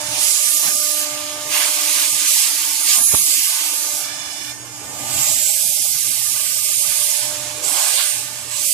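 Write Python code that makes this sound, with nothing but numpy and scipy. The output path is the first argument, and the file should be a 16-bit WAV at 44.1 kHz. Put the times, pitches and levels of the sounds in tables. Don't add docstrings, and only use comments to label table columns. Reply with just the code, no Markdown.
import sys
import numpy as np
from scipy import signal
from scipy.fft import rfft, irfft, next_fast_len
from scipy.io import wavfile
from scipy.ndimage import uniform_filter1d

SR = 44100
rng = np.random.default_rng(int(sys.argv[2]) if len(sys.argv) > 2 else 0)


def amplitude_ratio(level_db):
    exponent = np.asarray(level_db, float) / 20
    return 10 ** exponent


def wav_out(sig):
    wavfile.write(sys.argv[1], SR, np.round(np.clip(np.atleast_2d(sig).T, -1, 1) * 32767).astype(np.int16))


N = 384993

# (time [s], flow [dB], share striking board [dB], loudest
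# band [Hz], focus [dB])
SQUEEZES = [
    (0, -32.5, -7, 8000, -8),
    (.16, -25.5, -4, 7300, -3),
    (.22, -18, -9.5, 7860, -1),
    (.36, -18.5, -11, 7300, 3),
    (.56, -17.5, -12, 9700, 1.5),
    (.72, -19.5, -16.5, 8000, -1.5),
    (1.03, -22, -7, 8100, -1.5),
    (1.08, -29, -4, 7200, 3.5),
    (1.38, -33.5, -2.5, 7700, -4),
            (1.47, -29.5, -6, 7100, 1.5),
    (1.56, -18.5, -10, 10400, 0.5),
    (1.66, -20, -7.5, 8600, 4),
    (1.82, -20.5, -5, 8800, 0),
    (2.05, -18, -5.5, 8260, 3.5),
    (2.11, -19.5, -9.5, 8700, 5),
            (2.26, -19, -6, 7900, 3),
    (2.295, -15.5, -8.5, 8260, 3.5),
    (2.47, -16.5, -8.5, 7900, 4.8),
    (2.53, -20.5, -7.5, 9050, 1),
            (2.74, -21, -8, 9700, -1),
    (2.84, -20, -8.5, 9300, 5),
    (2.909, -16, -11.5, 8000, 2.5),
    (3.04, -15.5, -26, 10300, 6),
    (3.3, -17, -9, 8750, 1),
    (3.67, -22, -7, 8760, 1),
    (4.0, -24, -15.5, 7760, -2.5),
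    (4.13, -36.5, -3, 7640, 5),
    (4.5, -35, -13, 7300, 2.5),
            (4.58, -45.5, -9, 6900, 3.6),
    (4.9, -36, -10.5, 7300, 10),
    (5.12, -25, -7, 7900, 6.9),
    (5.22, -17.5, -10.5, 7430, 8.9),
    (5.4, -19, -11.5, 7600, 9.2),
    (5.78, -21, -13, 9130, 0.81),
    (6.538, -22, -9, 8550, 4.4),
    (6.78, -20.5, -10, 9030, 4.2),
    (7.16, -21, -9.5, 9000, 2.6),
            (7.4, -32, -1.5, 7560, 2.1),
    (7.62, -34, -3, 7900, 3.1),
    (7.645, -23, -8.5, 7640, 7),
    (7.8, -20, -5.5, 8250, 6.2),
    (8.09, -21, -6, 8800, 7.3),
    (8.3, -33, -5, 8300, 3.5),
            (8.485, -34.5, -5, 8200, 6.9),
    (8.52, -29, -3.5, 7950, 8.1),
    (8.66, -20, -11, 8400, 3.2),
    (8.73, -19.5, -13.5, 8700, 3.9),
]
# (time [s], length [s], roar [dB],
# spent air at camera [dB], splash [dB])
SWEEPS = [(0.135, 0.12, -44, -38.5, -42), (0.671, 0.042, -30, -34.5, -26), (1.543, 0.03, -32.5, -55, -27),
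          (1.612, 0.083, -29, -69, -22), (2.03, 0.047, -58, -61, -42), (2.144, 0.029, -60, -41.5, -48),
          (2.696, 0.077, -44.5, -60, -36), (2.907, 0.053, -41.5, -72.5, -21),
          (2.982, 0.12, -34.5, -36.5, -30.5), (3.16, 0.063, -36.5, -36.5, -28), (5.15, 0.3, -69, -34, -44),
          (6.956, 0.12, -40.5, -61, -30.5), (7.798, 0.14, -32, -47, -32.5), (8.006, 0.035, -32.5, -73, -23)]
# (time [s], length [s], frequency [Hz], level [dB])
WHOOPS = [
    (1.326, .12, 3350, 9),
    (1.586, 0.09, 2740, 4),
    (2.905, 0.055, 4850, 6),
    (7.782, 0.25, 713, 9.5),
    (7.99, 0.037, 3740, 8),
]
# (frequency [Hz], level [dB/Hz])
HISS_SPECTRUM = [(2500, -20), (4000, -10.5), (5000, -5.5), (6000, -5), (7600, -2), (9000, -3), (10500, -1),
                 (12000, -4), (14400, -6), (15000, -26)]
SPLASH_SPECTRUM = [(1500, -46.5), (1950, -7), (2150, -8), (2500, -3.5), (3200, -2.5), (5000, -5.5),
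                   (7000, -5), (9000, -33.5)]
ROAR_SPECTRUM = [(500, -14), (800, -7.5), (1150, 0), (1300, -5.5), (1700, -1.5), (1900, -10), (2300, -2),
                 (3200, -34.5)]
# (time [s], delay [ms], ripple [dB])
BOUNCE = [(0, 0.6, -1), (.55, 0.88, 1), (1.2, 0.53, -1), (1.9, 0.27, -1.5), (2.3, 0.24, -1), (2.6, 0.31, 0),
          (2.85, 0.43, 2), (3.05, 0.47, 3), (3.4, 0.41, 1), (3.75, .39, -1), (4.0, 0.33, 0),
          (7.6, 0.44, 0.5), (7.95, 1, -4.5), (8.3, .5, 0.5)]
# (time [s], level [dB])
SHADE = [(0, -6.5), (1.0, -0.5), (2.4, -1.5), (3.3, -1), (4.2, -1), (5.4, 3.5), (5.8, 0.5), (7.2, -1.5),
         (8.73, -0.5)]
# (time [s], flute bite [dB], bite sharpness [dB], runout [dB], unbalance [dB])
CUT = [(0, -36.5, -11.5, 0.5, -10), (.4, -46, 3, 0.5, 1), (.75, -38, -2, -9.5, -7.5),
       (1.2, -35, -6.5, -11, -6.5), (1.55, -36, -7.5, -7.5, -9.5), (1.9, -41.5, -3, -3, -3),
       (2.5, -51, 3.5, 6, 3.5), (2.9, -53, 9, 10.5, 6), (3.45, -54.5, 5.5, 7, 6),
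       (3.9, -44.5, 0.5, 0.5, -5), (4.6, -56.5, -2.5, -2, 9), (5.1, -44, 3.5, 0, 2),
       (5.5, -45, -11, -11, -9), (6.3, -53, 5, 1, -3.5), (6.9, -45, -4.5, -1, -17.5),
       (7.3, -38, -13, -6, -10.5), (7.75, -39, -11, -9, -9.5), (8.2, -46.5, -5, -7.5, -15)]
# (start [s], end [s], load [dB])
LOADS = [
    (-.1, 0.2, 9.5),
    (4.02, 4.541, 15),
]
# (shaft order, level [dB])
UPPER_ORDERS = [(5, -8), (6, -6.5), (7, -6.5), (8, -6.5), (9, -5), (10, -9), (12, -9), (14, -14),
                (16, -5.5), (17, -2), (18, -7), (19, -3.5), (20, -3), (21, -4), (22, 1), (23, -2), (24, -2),
                (26, -4), (27, -1), (28, -3), (29, -6), (30, -9)]
# (frequency [Hz], level [dB/Hz])
GRIT_SPECTRUM = [(900, -33), (1700, -19), (2400, -21.5), (3000, -4), (3600, -14), (4500, -6), (5400, -8),
                 (6200, -6.5), (9000, -3), (15000, -59.5)]
# (multiple of flute rate, level [dB])
STROKES = [(3, -10.5), (4, -6), (5, -8.5), (6, -4), (7, -9.5), (8, -9.5), (9, 0), (10, -8), (11, -14)]
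# (time [s], flute rate [strokes/s])
FLUTE_RATE = [(0, 590), (.3, 596), (4.0, 586), (4.2, 590), (4.38, 594), (4.5, 598.5), (8.73, 599)]
# (time [s], peak [dB], length [s])
GUSTS = [
    (3.139, -12, 0.0033),
    (3.147, -8, 0.007),
    (1.3, -40, 0.013),
    (4.9, -34, 0.018),
]
# (frequency [Hz], level [dB], width [Hz])
DRIVE_TONES = [(120.2, 0, 1.5), (815, 0, 10), (870, -54, 3), (6540, -60, 8.6), (6780, -55, 16)]
# (time [s], hum [dB], drone [dB], gantry motor [dB])
HEARD = [(0, -46, -57.5, -49), (.4, -63.5, -57, -60), (1.1, -50, -57.5, -55), (1.5, -52, -52, -61),
         (1.9, -59, -57.5, -59), (3.4, -66, -66, -57), (3.75, -63, -48.5, -56), (4.2, -55, -57, -64),
         (4.6, -47, -56.5, -52.5), (5.2, -39.5, -48.5, -45), (5.6, -56.5, -62.5, -43),
         (6.1, -49.5, -53, -50.5), (6.45, -45, -63.5, -56), (6.7, -49, -47.5, -46.5),
         (7.0, -58, -55.5, -59), (7.3, -42, -53, -65), (7.7, -44, -45, -48), (8.2, -54, -55, -59)]
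# (frequency [Hz], level [dB/Hz])
RUMBLE_SPECTRUM = [(15, -57), (30, -9), (86, 0), (113, -3), (129, 4.5), (155, -15.5), (192, -5.5),
                   (241, -9.5), (290, -3), (380, -29.5), (640, -120)]
# (time [s], nearness [dB], left port earlier [ms], jet left-right [dB])
CAMERA = [(0, 7.5, 0.15, -13), (.9, 1.5, 0.21, -9.5), (1.2, 0.5, 0.044, -8.5), (2.8, 0, 0.027, -7.5),
          (3.6, 1.5, 0.17, -8.5), (4.1, 1.5, -0.052, -11), (4.7, -8, -0.085, -8.5), (5.2, 8.5, -0.064, -7),
          (5.7, -6, 0.025, -11.5), (6.5, -7.5, 0.079, -11.5), (7, -3, 0.074, -13), (7.6, -0.5, 0.0036, -12),
          (8.2, -2, 0.075, -10.5), (8.73, -21, 0.012, -13)]
# (frequency [Hz], left-right likeness [0-1])
ALIKE = [(60, 0.95), (600, 0.8), (1500, 0.35), (4000, 0.36), (8000, 0.2), (12000, 0.18)]
# (frequency [Hz], left-right [dB])
LEAN = [(40, -2), (200, -5), (700, -6.5), (2300, -9.5), (4300, -5.5), (8000, -8), (13000, -5.5)]
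# (frequency [Hz], level [dB])
LEFT_PORT = [(1600, 1), (2500, -2), (5200, -1), (6600, 5.5), (7600, -1.5), (10600, -3.5), (12000, -1),
             (14400, 2)]
# (frequency [Hz], level re moment's loudness [dB])
STARVE = [(50, -23), (300, -23.5), (450, -19), (600, -25), (1000, -20), (1150, -22.5), (1330, -21.5),
          (1650, -23.5), (1900, -21.5), (2150, -24), (5000, -31)]
# (frequency [Hz], level [dB/bin])
FAINT = [(7000, -73), (8500, -52), (10500, -47), (12500, -41), (14400, -48), (14650, 0)]
# (start [s], end [s], low [Hz], high [Hz])
DROPOUTS = [(.35, .44, -2, 540), (.44, .62, -9, 210), (.62, .78, 0, 139.7), (1.58, 2.06, -2, 230),
            (2.29, 2.46, -6, 555), (2.46, 2.54, -3, 200), (2.899, 2.99, 0, 500), (3.095, 3.185, 4300, 4640),
            (3.22, 3.33, 330, 600), (3.3, 3.55, 0, 240), (3.6, 3.75, -2, 240), (3.404, 3.56, 0, 560),
            (3.56, 3.6, 237, 540), (3.57, 3.72, 340, 549), (5.657, 5.77, 953, 1530),
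            (7.798, 7.85, 170, 400), (7.85, 7.94, 0, 250), (7.9, 7.95, 0, 420), (7.93, 8.0, 200, 480),
            (6.079, 6.3, 345, 545), (2.0, 2.16, 670, 800), (.72, 1.0, 345, 540), (8.0, 8.123, -11, 230)]
# (frequency [Hz], level re neighbouring bins [dB])
COARSE = [(200, -13), (1400, -9), (3400, -7), (5700, -9), (7500, -14), (10000, -14), (13000, -8)]

FRAME, HOP, HOP_OFFSET = 512, 1024, 191
ROAR_PER_SHARE_DB, ROAR_DB, IDLE_ROAR_DB = 1.65, -7.5, -43.5
TILT_DB, TILT_PER_AIM_OCT_DB, TILT_PER_FLOW_DB = -1, 4.8, 0.2
GROOVE_HZ, GROOVE_DROP_HZ_PER_DB = 4000, 80
SHADE_HZ, LEFT_FOCUS, STREAK_DB = 11460, 0.33, 0.87
SHAFT_HZ = 299.75
ORDER_DB = (0.3, 0.15, 0.24, 0.33)
WHINE_DB, BRAKE_DB_PER_DB = -45.5, 0.07
GRIT_DB, GRIT_PER_BITE_DB = -39.5, 0.3
STROKE_DB, STROKE_LEFT_DB = -46.5, -3.5
LOAD_EDGE_S, SQUEAL_RISE_DB_PER_S = 0.025, 18
HEARD_LEAST_DB, HUM_DB, MOTOR_DB, DRONE_DB = -66, -1.5, -3.5, 1.5
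# level, share of nearness, ducking per dB of flow, spent air heard in each
SHOP_DB, SHOP_NEAR = (-49, -55, -47.5), (0.068, 0.17, 0.63)
DUCK, SPILL_DB = (1, 0.22, 0.57), (-5, -17.5, -7)
QUIET_DB, DUCK_NEAR = -25, 0.68
LEFT_STARVE_DB = 1.07


def unit(x):
    return x / np.sqrt(np.mean(x ** 2) + 1e-20)


def along(points, hz):
    f, v = np.transpose(points)
    return np.interp(np.log(hz + 1), np.log(f + 1), v)


def curves(rows, t=None):
    s, *cols = np.transpose(rows)
    t = np.arange(N) / SR if t is None else t
    return [np.interp(t, s, col) for col in cols]


def wobble(rate_hz, channels=1):
    at = np.arange(N) * rate_hz / SR
    knots = rng.standard_normal((channels, int(N * rate_hz / SR) + 4))
    return np.array([np.interp(at, np.arange(len(row)), row) for row in knots])


def filtered(x, response):
    m = next_fast_len(N + 8192)
    return irfft(rfft(x, m) * response(np.fft.rfftfreq(m, 1 / SR)), m)[..., :N]


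def smooth(x, hz_bins, frames):
    return uniform_filter1d(uniform_filter1d(x, size=hz_bins, axis=-2), size=frames, axis=-1)


def rush(spectrum, patchy_db, shape_db=None, ports_db=None):
    hz, t, z = signal.stft(rng.standard_normal((2, N)), SR, nperseg=FRAME)
    rows = hz[:, None]
    patches = unit(smooth(rng.standard_normal(z.shape[1:]), 6, 12))
    moving_db = shape_db(rows, t) if shape_db else 0 * t
    colour = amplitude_ratio(along(spectrum, hz)[:, None] + moving_db)
    colour = colour / np.sqrt(np.mean(colour ** 2, axis=0)) * amplitude_ratio(patchy_db * patches)
    turn = np.arccos(np.clip(along(ALIKE, hz), 0, 1))[:, None] / 2
    mid = z[0] * np.cos(turn) * colour
    side = z[1] * np.sin(turn) * colour
    lead = np.exp(2j * np.pi * rows * curves(CAMERA, t)[1] / 1000)
    pair = np.array([(mid + side) * lead, mid - side])
    if ports_db:
        pair = pair * amplitude_ratio(ports_db(rows, t))
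    return unit(signal.istft(pair, SR, nperseg=FRAME)[1][:, :N])


def band(lo_hz, hi_hz):
    return [(lo_hz * 0.93, -40), (lo_hz, 0), (hi_hz, 0), (hi_hz * 1.1, -40)]


def narrow(lines):
    def shape(f):
        return sum(amplitude_ratio(db) / np.sqrt(width) / (1 + ((f - hz) / width) ** 2) for hz, db, width in lines)
    return np.sqrt(SR / np.pi) * filtered(rng.standard_normal((2, N)), shape)


def jet(t=None):
    return curves(SQUEEZES, t)


def sweeps(axis):
    t = np.arange(N) / SR
    return sum(amplitude_ratio(row[axis]) * np.exp(-((t - row[0]) / row[1]) ** 2) for row in SWEEPS)


def whoops(hz, t):
    return sum(db * np.exp(-((t - s) / length) ** 2 - ((hz / ring_hz - 1) / 0.35) ** 2)
               for s, length, ring_hz, db in WHOOPS)


def groove(hz, t):
    hollow_hz = GROOVE_HZ - GROOVE_DROP_HZ_PER_DB * jet(t)[1]
    return whoops(hz, t) + 3 * np.exp(-((hz - hollow_hz) / 600) ** 2)


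def beam(hz, t):
    _, _, peak_hz, focus_db = jet(t)
    return focus_db * np.exp(-((hz - peak_hz) / 900) ** 2)


def aim(hz, t):
    flow_db, _, peak_hz, _ = jet(t)
    tilt = TILT_DB + TILT_PER_FLOW_DB * (flow_db - QUIET_DB) + TILT_PER_AIM_OCT_DB * np.log2(peak_hz / 8300)
    return beam(hz, t) + tilt * np.log2(np.clip(hz, 3000, 15000) / 8000)


def hiss_at_ports(hz, t):
    delay_ms, ripple_db = curves(BOUNCE, t)
    ripple = ripple_db * np.cos(2 * np.pi * hz * delay_ms / 1000)
    unfocus = (LEFT_FOCUS - 1) * beam(hz, t)
    shade = curves(SHADE, t)[0] / (1 + np.exp((SHADE_HZ - hz) / 150))
    streaks = unit(smooth(rng.standard_normal((2, len(hz), len(t))), 3, 40))
    return np.array([ripple + unfocus, 0.67 * ripple + shade]) + STREAK_DB * streaks


def air_gun():
    flow_db, board_db, *_ = jet()
    near_db, _, pan_db = curves(CAMERA)
    flutter = wobble(16)

    hiss_gain = amplitude_ratio(flow_db + 0.3 + 0.036 * flutter + 0.52 * wobble(90))
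    hiss = hiss_gain * rush(HISS_SPECTRUM, patchy_db=1.5, shape_db=aim, ports_db=hiss_at_ports)
    hiss = hiss * amplitude_ratio(np.array([pan_db + 8.5, -pan_db - 6.5]) / 2)

    splash_gain = np.hypot(amplitude_ratio(flow_db + board_db + 1.12), sweeps(axis=4))
    splash_gain = splash_gain * amplitude_ratio(0.1 * flutter + 0.76 * wobble(50))
    splash = splash_gain * rush(SPLASH_SPECTRUM, patchy_db=1.0, shape_db=groove)

    blown = amplitude_ratio(flow_db + ROAR_PER_SHARE_DB * board_db + ROAR_DB)
    idle = amplitude_ratio(IDLE_ROAR_DB + 0.48 * near_db)
    roar_gain = np.sqrt(blown ** 2 + idle ** 2 + sweeps(axis=2) ** 2) * amplitude_ratio(0.12 * wobble(17))
    roar = roar_gain * rush(ROAR_SPECTRUM, patchy_db=1.5, shape_db=whoops)
    return hiss + splash + roar


def shaft_tones(turn):
    bite_db, sharp_db, runout_db, shake_db = curves(CUT)
    drive_db = bite_db + shake_db, bite_db, bite_db + runout_db, bite_db + sharp_db
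    tones = 0
    for k, db in enumerate(ORDER_DB):
        level = amplitude_ratio(db + drive_db[k] + 1.1 * wobble(4.5, channels=2))
        tones = tones + level * np.sin((k + 1) * turn + 0.7 * wobble(4, channels=2))
    return tones


def shaft_whine():
    fading = [(k, -6 - 0.4 * (k - 30)) for k in range(31, 48)]
    return narrow([(k * SHAFT_HZ, db, 4 + 0.21 * k) for k, db in UPPER_ORDERS + fading])


def flute_grit(turn):
    bite = np.exp(1.8 * np.cos(2 * turn) + 0.85 * np.cos(turn))
    return unit(filtered(rng.standard_normal((2, N)) * bite, lambda f: amplitude_ratio(along(GRIT_SPECTRUM, f))))


def flute_strokes():
    t = np.arange(N) / SR
    flutes = 2 * np.pi * np.cumsum(curves(FLUTE_RATE)[0]) / SR
    squeal_db = SQUEAL_RISE_DB_PER_S * np.clip(t - 4.45, -.45, 0)
    even = 0
    for k, db in STROKES:
        level = amplitude_ratio(db + (k == 9) * squeal_db + 4.1 * wobble(18 + 2.8 * k, channels=2))
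        even = even + level * np.sin(k * flutes + 1.6 * wobble(14 + 2.5 * k, channels=2))
    skirts = narrow([(k * 592 - 60, db, 70) for k, db in STROKES])
    return unit(unit(even) + amplitude_ratio(3) * unit(skirts)) * amplitude_ratio([[STROKE_LEFT_DB], [0]])


def spindle():
    t = np.arange(N) / SR
    bite_db, near_db = curves(CUT)[0], curves(CAMERA)[0]
    load_db = sum(db * np.clip(np.minimum(t - a, b - t) / LOAD_EDGE_S, 0, 1) for a, b, db in LOADS)
    turn = 2 * np.pi * SHAFT_HZ * t
    whine_gain = amplitude_ratio(WHINE_DB + .5 * near_db - BRAKE_DB_PER_DB * load_db)
    grit_gain = amplitude_ratio(GRIT_DB + GRIT_PER_BITE_DB * (bite_db - bite_db.mean() + load_db))
    stroke_gain = amplitude_ratio(STROKE_DB + 0.11 * near_db + load_db)
    cutting = grit_gain * flute_grit(turn) + stroke_gain * flute_strokes()
    return shaft_tones(turn) + whine_gain * shaft_whine() + cutting


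def gusts():
    t, push = np.arange(N) / SR, np.zeros((2, N))
    puff = unit(filtered(rng.standard_normal((2, N)), lambda f: f / (f + 60) / (1 + (f / 800) ** 2)))
    for s, db, length in GUSTS:
        u = (t - s) / length
        push += amplitude_ratio(db) * np.exp(-4 * u * u) * (0.25 * puff - 1.1 * u)
    return push * amplitude_ratio([[-6], [4]])


def drives():
    hum_db, _, motor_db = np.clip(curves(HEARD), HEARD_LEAST_DB, 0)
    hum = amplitude_ratio(hum_db + HUM_DB) * unit(narrow(DRIVE_TONES[:1]))
    motor = amplitude_ratio(motor_db + MOTOR_DB) * unit(narrow(DRIVE_TONES[1:2]))
    return hum + motor + narrow(DRIVE_TONES[2:])


def ducked():
    return np.clip(jet()[0] - QUIET_DB + DUCK_NEAR * curves(CAMERA)[0], 0, None)


def shop():
    near_db, over_db, swell = curves(CAMERA)[0], ducked(), sweeps(axis=3)
    gains = [np.hypot(amplitude_ratio(db + near * near_db - duck * over_db), amplitude_ratio(spill_db) * swell)
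             for db, near, duck, spill_db in zip(SHOP_DB, SHOP_NEAR, DUCK, SPILL_DB)]
    rumble = unit(filtered(rush(band(20, 410), patchy_db=1.0), lambda f: amplitude_ratio(along(RUMBLE_SPECTRUM, f))))
    drone = rush(band(328.4, 520), patchy_db=4.0)
    fan = rush(band(593, 867), patchy_db=-2.5)
    heard_db = np.clip(curves(HEARD)[1], HEARD_LEAST_DB, 0)
    drone_gain = np.hypot(amplitude_ratio(heard_db + DRONE_DB), 0.37 * gains[1])
    return gains[0] * amplitude_ratio(0.33 * wobble(2.9)) * rumble + drone_gain * drone + gains[2] * fan


def scene():
    return air_gun() + spindle() + gusts() + drives() + shop()


def at_ports(dry):
    def response(f):
        lean_db = along(LEAN, f)
        ports_db = np.array([lean_db + 2 * along(LEFT_PORT, f), -lean_db]) / 2
        return amplitude_ratio(ports_db) * f * f / (f * f + 45 * 45)
    return filtered(dry, response)


def starved(x):
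    n, k = np.arange(2 * HOP) + .5, np.arange(HOP) + .5
    window = np.sin(np.pi * n / HOP / 2)[:, None]
    basis = np.sqrt(2 / HOP) * window * np.cos(np.pi / HOP * np.outer(n + HOP / 2, k))
    padding = (HOP + HOP_OFFSET, 2 * HOP - (N + HOP_OFFSET) % HOP)
    halves = np.pad(x, ((0, 0), padding)).reshape(2, -1, HOP)
    c = np.concatenate([halves[:, :-1], halves[:, 1:]], axis=2) @ basis
    hz, t = k * SR / HOP / 2, (np.arange(c.shape[1]) * HOP - HOP_OFFSET) / SR

    port_db = np.reshape([LEFT_STARVE_DB, 0], (2, 1, 1))
    loudness = np.mean(c ** 2, axis=2, keepdims=True)
    limit = loudness * amplitude_ratio(2 * (along(STARVE, hz) + 15 + port_db)) + amplitude_ratio(2 * along(FAINT, hz))
    near = uniform_filter1d(c ** 2, size=4, axis=2)
    keep = near ** 5 / (near ** 5 + limit ** 5)
    for start, end, lo_hz, hi_hz in DROPOUTS:
        keep[:, (t >= start) & (t <= end)] *= (hz < lo_hz) | (hz > hi_hz)

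    left, right = c * keep
    pair = np.array([left + right, left - right]) / 2
    local = uniform_filter1d(np.mean(pair ** 2, axis=0), size=16, axis=1)
    step = amplitude_ratio(along(COARSE, hz)) / .6 * np.sqrt(np.abs(local) + 1e-20)
    mid, side = np.sign(pair) * np.floor(np.abs(pair) / step + .4) * step
    frames = np.array([mid + side, mid - side]) @ basis.T
    joined = frames[:, 1:, :HOP] + frames[:, :-1, HOP:]
    return joined.reshape(2, -1)[:, HOP_OFFSET:N + HOP_OFFSET]


def low_pass(x):
    return signal.sosfilt(signal.butter(12, 15150, fs=SR, output="sos"), x)


def record(dry):
    mix = np.clip(starved(at_ports(dry)), -1, 1)
    return low_pass(mix)


dry = scene()
out = record(dry)
wav_out(out)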